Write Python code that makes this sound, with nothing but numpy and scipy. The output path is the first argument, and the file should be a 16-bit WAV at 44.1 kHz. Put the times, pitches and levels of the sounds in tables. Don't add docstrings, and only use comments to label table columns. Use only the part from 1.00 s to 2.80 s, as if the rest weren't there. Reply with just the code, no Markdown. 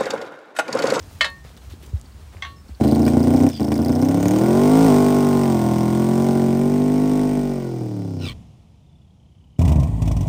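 import sys
import numpy as np
from scipy import signal
from scipy.fft import rfft, irfft
from scipy.io import wavfile
from scipy.ndimage import uniform_filter1d, map_coordinates

SR = 44100
rng = np.random.default_rng(int(sys.argv[2]) if len(sys.argv) > 2 else 0)


def unload_wav(signal):
    wavfile.write(
        sys.argv[1],
        SR,
        np.round(np.clip(np.atleast_2d(signal).T, -1, 1) * 32767).astype(np.int16),
    )


def attenuation_scalar(level_db):
    decades = np.asarray(level_db, float) / 20
    return 10 ** decades


N = 79380


def unit(x):
    return x / np.sqrt(np.mean(x ** 2) + 1e-20)


def add(track, s, x):
    part = track[round(s * SR):][:len(x)]
    part += x[:len(part)]


def noise(points, size, tilt_db=0, patchy_db=0):
    z = signal.stft(rng.standard_normal(size + 2048), nperseg=512)[2]
    field = uniform_filter1d(rng.standard_normal(z.shape), size=6, axis=0)
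    field = uniform_filter1d(field, size=8, axis=1)
    x = signal.istft(z * attenuation_scalar(patchy_db * unit(field)), nperseg=512)[1]
    f, level_db = np.transpose(points)
    hz = np.fft.rfftfreq(len(x), 1 / SR) + 1
    colour_db = np.interp(np.log(hz), np.log(f), level_db, left=-120, right=-120)
    gain = attenuation_scalar(colour_db + tilt_db * np.log2(hz / 3000))
    return unit(irfft(rfft(x) * gain, len(x))[:size])


def curve(rows):
    return np.interp(np.arange(N) / SR, *np.transpose(rows))


def wobble(rate):
    knots = rng.standard_normal(int(N * rate / SR) + 4)
    return map_coordinates(knots, [np.arange(N) * rate / SR])


def blip(hz, cycles=1.1):
    u = np.arange(SR // 20) / SR * hz
    return np.sin(2 * np.pi * u) * (u / cycles) * np.exp(1 - u / cycles * 2) * 2


def rattle(colour, t, t60):
    hz = np.sort(rng.uniform(400, 15500, size=(150, 1)), axis=0)
    f, level_db = np.transpose(colour)
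    scatter_db = 3 * rng.standard_normal(hz.shape)
    db = np.interp(np.log(hz), np.log(f), level_db) + scatter_db
    life = t60 * np.where(hz > 4800, .6, 1) * rng.uniform(.7, 1.3, hz.shape)
    phase = rng.random(hz.shape)
    rings = (attenuation_scalar(db - 60 * t / life) * np.sin(2 * np.pi * (hz * t + phase))).sum(0)
    hiss = noise(colour, size=len(t), patchy_db=.7) * attenuation_scalar(-1 - 60 * t / (t60 * .8))
    return rings / np.sqrt(np.sum(attenuation_scalar(db) ** 2) / 2) + hiss


# (time [s], ring [dB], crack [dB], clatter [dB], clatter t60 [s])
CONTACTS = [
    (0.2087, 2.5, -8, -19, 0.13),
    (0.2442, 2, -11.5, -22.5, 0.13),
    (1.4223, 4.5, -31, -32.5, 0.12),
    (1.4477, 3, -28.5, -38, 0.17),
]
# (frequency [Hz], level [dB], t60 [s])
END_MODES = [(545, -35, .15), (1170, -24, .08), (2011, -24, .04), (1831, -19, .4), (2153, -13, .085),
             (2625, -31, .25), (3036, -16, .09), (3258, -28, .08), (3700, -34, .1), (4054, -34, .2),
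             (4264, -30, .4), (4466, -35, .2), (619, -38, .12), (912, -41, .2)]
BOUNCE_MODES = [(554, -37, .28), (619, -37, .15), (912, -38, .25), (1115, -36, .45), (1678, -30, .14),
                (1831, -35, .75), (2153, -26, .12), (2629, -31, .17), (3033, -31, .14), (1555, -33, .1),
                (3700, -38, .16), (3828, -29, .1), (4269, -36, .26), (4468, -40, .17)]
MIDDLE_MODES = [(770, -41, .08), (1114, -38, .6), (1583, -42, .12), (1830, -40, .35), (2150, -31, .1),
                (3870, -46, .08), (3262, -49, .3), (3400, -41, .08), (4046, -54, .3), (4264, -55, .3),
                (4590, -52, .15), (3280, -24, .022), (6024, -48, .2), (2040, -29, .028)]
REBOUND_MODES = [(890, -53, .15), (1114, -37, .48), (1570, -44, .13), (1720, -45, .13), (1832, -53, .7),
                 (2152, -38, .11), (2760, -46, .22), (3262, -50, .3), (1351, -52, .2), (4044, -50, .33),
                 (4264, -52, .35), (4613, -57, .25), (6024, -50, .09), (3058, -54, .25)]
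# (frequency [Hz], level [dB], t60 [s])
HOOK_MODES = [(5212, -37, .1), (5416, -45, .12), (6075, -37, .09), (6600, -37, .06), (7700, -40, .09),
              (8700, -43, .04)]
HOOK_LEVELS = [-2, -8.5, -15, -26]
# (frequency [Hz], density [dB per Hz])
END_CLATTER = [(300, -12), (550, -7.5), (1400, 1), (2300, -7), (3300, 1.5), (6300, -13.5), (7500, -14.5),
               (15500, -41.5)]
MIDDLE_CLATTER = [(400, -16), (700, -5), (1200, -10), (2100, 0), (2600, -4.5), (3400, 0.5), (5000, -20),
                  (12000, -43)]


def bar():
    out, t = np.zeros(N), np.arange(SR // 2) / SR
    crack_hz, crack_s, rise_s = 1878, 0.00086, 0.00072
    choke_db, settle_s = -26, .18
    crack = np.sin(2 * np.pi * crack_hz * t) * t / crack_s * np.exp(1 - t / crack_s)
    rise = 1 - np.exp(-t / rise_s)
    following = CONTACTS[1:] + CONTACTS[:1]
    bar_modes = (END_MODES, BOUNCE_MODES, MIDDLE_MODES, REBOUND_MODES)
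    colours = (END_CLATTER, END_CLATTER, MIDDLE_CLATTER, MIDDLE_CLATTER)
    struck = zip(CONTACTS, following, bar_modes, colours, HOOK_LEVELS)
    for (s, ring_db, crack_db, clatter_db, t60), (later, *_), modes, colour, hook_db in struck:
        modes = modes + [(hz, db + hook_db, d) for hz, db, d in HOOK_MODES]
        stopped = np.clip((t - (later - s) % 10) * 1000, 0, 1)
        choke = attenuation_scalar(choke_db * stopped - 10 * (t / settle_s) ** 2)
        ring = np.zeros(len(t))
        for k, (hz, db, d) in enumerate(modes):
            ring += (-1) ** k * attenuation_scalar(db - 60 * t / d) * np.sin(2 * np.pi * hz * t)
        links = rattle(colour, t, t60)
        body = attenuation_scalar(ring_db) * choke * ring + attenuation_scalar(clatter_db) * links
        add(out, s, rise * body + attenuation_scalar(crack_db) * crack)
    return out


# (time [s], level [dB], frequency [Hz], t60 [s], rise [s])
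BUCKLE_RINGS = [
    (1.56, -42, 5325, .07, .01),
    (1.57, -44, 5295, .07, .006),
    (1.592, -53, 5315, .12, .004),
    (0.199, -36, 3036, .06, .01),
]


def buckles():
    out, t = np.zeros(N), np.arange(SR // 2) / SR
    for s, db, hz, t60, rise_s in BUCKLE_RINGS:
        rise = 1 - np.exp(-t / rise_s)
        add(out, s, attenuation_scalar(db - 60 * t / t60) * rise * np.sin(2 * np.pi * hz * t))
    return out


# (time [s], peak level [dB], start frequency [Hz], rise [s], fall of pitch [1/s])
HOOF_THUDS = [(0.442, -39.5, 134.4, 0.0052, 5.7), (0.715, -29.5, 96, 0.0084, 5.1),
              (0.665, -34, 87, 0.0082, 3.6), (1.353, -33.5, 90.6, 0.0083, 2.8),
              (1.452, -37.5, 78.5, 0.019, 4.2), (1.697, -30, 86.3, 0.015, 8),
              (1.091, -38.5, 78, 0.0071, 2.1), (1.142, -35, 80, 0.0087, 3.5), (1.215, -36, 82, 0.018, 1.6),
              (1.297, -41.5, 79, 0.011, 2.7), (1.64, -35.5, 69.6, 0.0093, 3.1), (0.003, -38, 87, 0.01, 2.2),
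              (0.072, -38.5, 102, 0.0083, 6.7), (0.142, -42, 101, 0.009, 3.3),
              (0.601, -35.5, 68.9, 0.023, 0.88), (0.843, -38.5, 74.4, 0.025, 0.91)]
# (time [s], level [dB], frequency [Hz], rise [s], fall [1/s])
HEAVY_STAMP = (0.932, -14.8, 105, .0098, 13)


def thuds():
    out, t = np.zeros(N), np.arange(SR // 5) / SR
    for s, db, hz, rise, fall in HOOF_THUDS + [HEAVY_STAMP]:
        turns = hz * (1 - np.exp(-fall * t)) / fall
        u = t / rise / 2
        swell = u ** 2 * np.exp(2 - t / rise) / (1 + u) * 2
        add(out, s, attenuation_scalar(db) * swell * np.sin(2 * np.pi * turns))
    return out


# (time [s], peak level [dB], frequency [Hz])
HOOF_KNOCKS = [(0.063, -45, 330), (0.449, -37, 480), (0.737, -34, 310), (0.833, -40, 340),
               (0.930, -37, 370), (1.042, -43, 250), (1.347, -41, 400), (1.692, -35, 240),
               (0.503, -41, 550), (0.112, -42, 700), (0.218, -38, 210), (0.255, -41, 350), (0.29, -42, 250),
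               (0.455, -40, 170), (0.566, -43, 420), (0.875, -43, 420), (1.348, -42, 900),
               (1.694, -44, 800)]


def knocks():
    out = np.zeros(N)
    for s, db, hz in HOOF_KNOCKS:
        add(out, s, -attenuation_scalar(db) * blip(hz))
    return out


# (time [s], peak level [dB], centre frequency [Hz])
DRY_TICKS = [(0.029, -35, 5500), (0.302, -33, 10000), (0.567, -36, 4500), (0.7005, -38, 5000),
             (0.830, -41, 9000), (0.8635, -35, 8000), (0.958, -39, 12500), (0.998, -37, 9500),
             (1.0137, -29, 7200), (1.369, -35, 2200), (1.584, -46, 2500), (0.449, -42, 1800),
             (0.466, -42, 3000), (0.713, -40, 2500), (0.742, -41, 3800), (1.72, -46, 2500),
             (0.832, -37, 13000), (0.838, -42, 3000), (0.868, -43, 5500), (0.896, -42, 7000),
             (0.979, -43, 5500), (0.989, -44, 11000), (0.704, -42, 6500), (0.714, -42, 7500),
             (0.724, -41, 8500), (0.449, -43, 4300), (0.567, -44, 14000), (0.701, -45, 13000)]


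def ticks():
    out = np.zeros(N)
    for s, db, hz in DRY_TICKS:
        add(out, s, attenuation_scalar(db) * blip(hz))
    return out


# (start [s], length [s], level [dB], brightness [dB per octave])
HOOF_SCUFFS = [(0.092, 0.22, -56, 10.5), (0.439, 0.14, -52, 5.5), (0.569, 0.02, -53, 7.5),
               (0.698, 0.072, -51, 7.5), (0.824, 0.054, -51.5, 7.5), (0.859, 0.023, -52.5, 11),
               (0.957, 0.033, -56, 3.5), (1.191, 0.049, -60, 6.5), (1.321, 0.14, -53.5, 3),
               (1.683, 0.058, -59.5, 4)]
# (frequency [Hz], density [dB per Hz])
SCUFF_COLOUR = [(300, 6), (700, 15.5), (1500, 8), (3500, -1.5), (8000, -17), (15800, -28.5)]


def scuffs():
    out, t = np.zeros(N), np.arange(SR // 5) / SR
    for s, length, db, tilt_db in HOOF_SCUFFS:
        grit = attenuation_scalar(2.6 * uniform_filter1d(rng.standard_normal(len(t)), size=64) * 7.6)
        shape = np.sin(np.pi * np.clip(t / length, 0, 1) ** 0.37)
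        blades = noise(SCUFF_COLOUR, size=len(t), tilt_db=tilt_db, patchy_db=.8)
        add(out, s, attenuation_scalar(db) * shape * unit(grit * blades))
    return out


# (time [s], level [dB])
DRONE_LEVEL = [(0.0, -42.5), (0.29, -43), (0.486, -42.5), (0.62, -45), (0.842, -41), (1.06, -43),
               (1.248, -44), (1.55, -42.5), (1.8, -46.5)]
# (frequency [Hz], density [dB per Hz])
DRONE_COLOUR = [(15, -59), (25, -67), (44, -5.5), (68, 1.5), (110, -10.5), (183, -15), (274, -20.5),
                (500, -30), (650, -35), (1100, -120)]


def tyre():
    drone = noise(DRONE_COLOUR, size=N, patchy_db=0.5)
    power = uniform_filter1d(uniform_filter1d(drone ** 2, size=2000), size=2000)
    swell = np.sqrt(np.abs(power))
    return attenuation_scalar(curve(DRONE_LEVEL)) * unit(drone / swell ** .8)


# (time [s], level [dB])
RUSTLE_LEVEL = [(0.0, -57.5), (0.15, -58), (0.27, -58.5), (0.38, -60.5), (0.486, -62), (0.65, -59.5),
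                (0.82, -60), (0.93, -60), (1.15, -61), (1.378, -60), (1.508, -60), (1.63, -63.5),
                (1.8, -60.5)]
# (frequency [Hz], density [dB per Hz])
RUSTLE_COLOUR = [(200, -71), (350, -6), (900, -3.5), (1860, -10.5), (4200, -13), (9500, -16.5),
                 (10400, -22), (15800, -21)]


def grass():
    level_db = curve(RUSTLE_LEVEL) + 5.5 + .7 * wobble(12) + .6 * wobble(60)
    return attenuation_scalar(level_db) * noise(RUSTLE_COLOUR, size=N, patchy_db=.8)


# (time [s], level [dB], frequency [Hz])
BIRD_CHIPS = [(1.055, -54, 4500), (1.116, -57, 4400), (1.682, -54, 4400), (1.745, -53, 4400),
              (0.574, -52, 3700), (0.72, -53, 3500), (0.617, -58, 3300), (0.962, -58, 3800)]


def bird():
    chip_s, drop, rough = .014, .1, .9
    out, u = np.zeros(N), np.arange(round(chip_s * SR)) / (chip_s * SR)
    for s, db, hz in BIRD_CHIPS:
        husk = 1 + rough * unit(uniform_filter1d(rng.standard_normal(len(u)), size=24))
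        turns = np.cumsum(hz * (1 + drop * (.5 - u))) / SR
        add(out, s, attenuation_scalar(db) * husk * np.sin(np.pi * u ** 0.72) * np.sin(2 * np.pi * turns))
    return out


def yard(x):
    t60, level_db = .15, -20
    t = np.arange(SR // 3) / SR
    tail = rng.standard_normal(len(t)) * attenuation_scalar(-60 * t / t60) * (t > .003)
    return attenuation_scalar(level_db) * signal.fftconvolve(x, tail / np.linalg.norm(tail))[:N]


def scene():
    high_pass = signal.butter(2, 330, 'high', fs=SR, output='sos')
    near = signal.sosfilt(high_pass, bar() + buckles()) + bird()
    scattered = near + yard(near)
    hooves = thuds() + knocks() + ticks() + scuffs()
    sled = tyre() + grass()
    return (scattered + hooves + sled)[None]


def band_limit(x):
    return signal.sosfilt(signal.butter(12, 16330, fs=SR, output="sos"), x)


def record(dry):
    low_cut_hz, top_hz = 57, 15900
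    hz = np.fft.rfftfreq(N, 1 / SR)
    band = (hz < top_hz) / np.sqrt(1 + (low_cut_hz / (hz + 1)) ** 8)
    mix = irfft(rfft(dry) * band, N)
    return band_limit(mix)


dry = scene()
out = record(dry)
unload_wav(out)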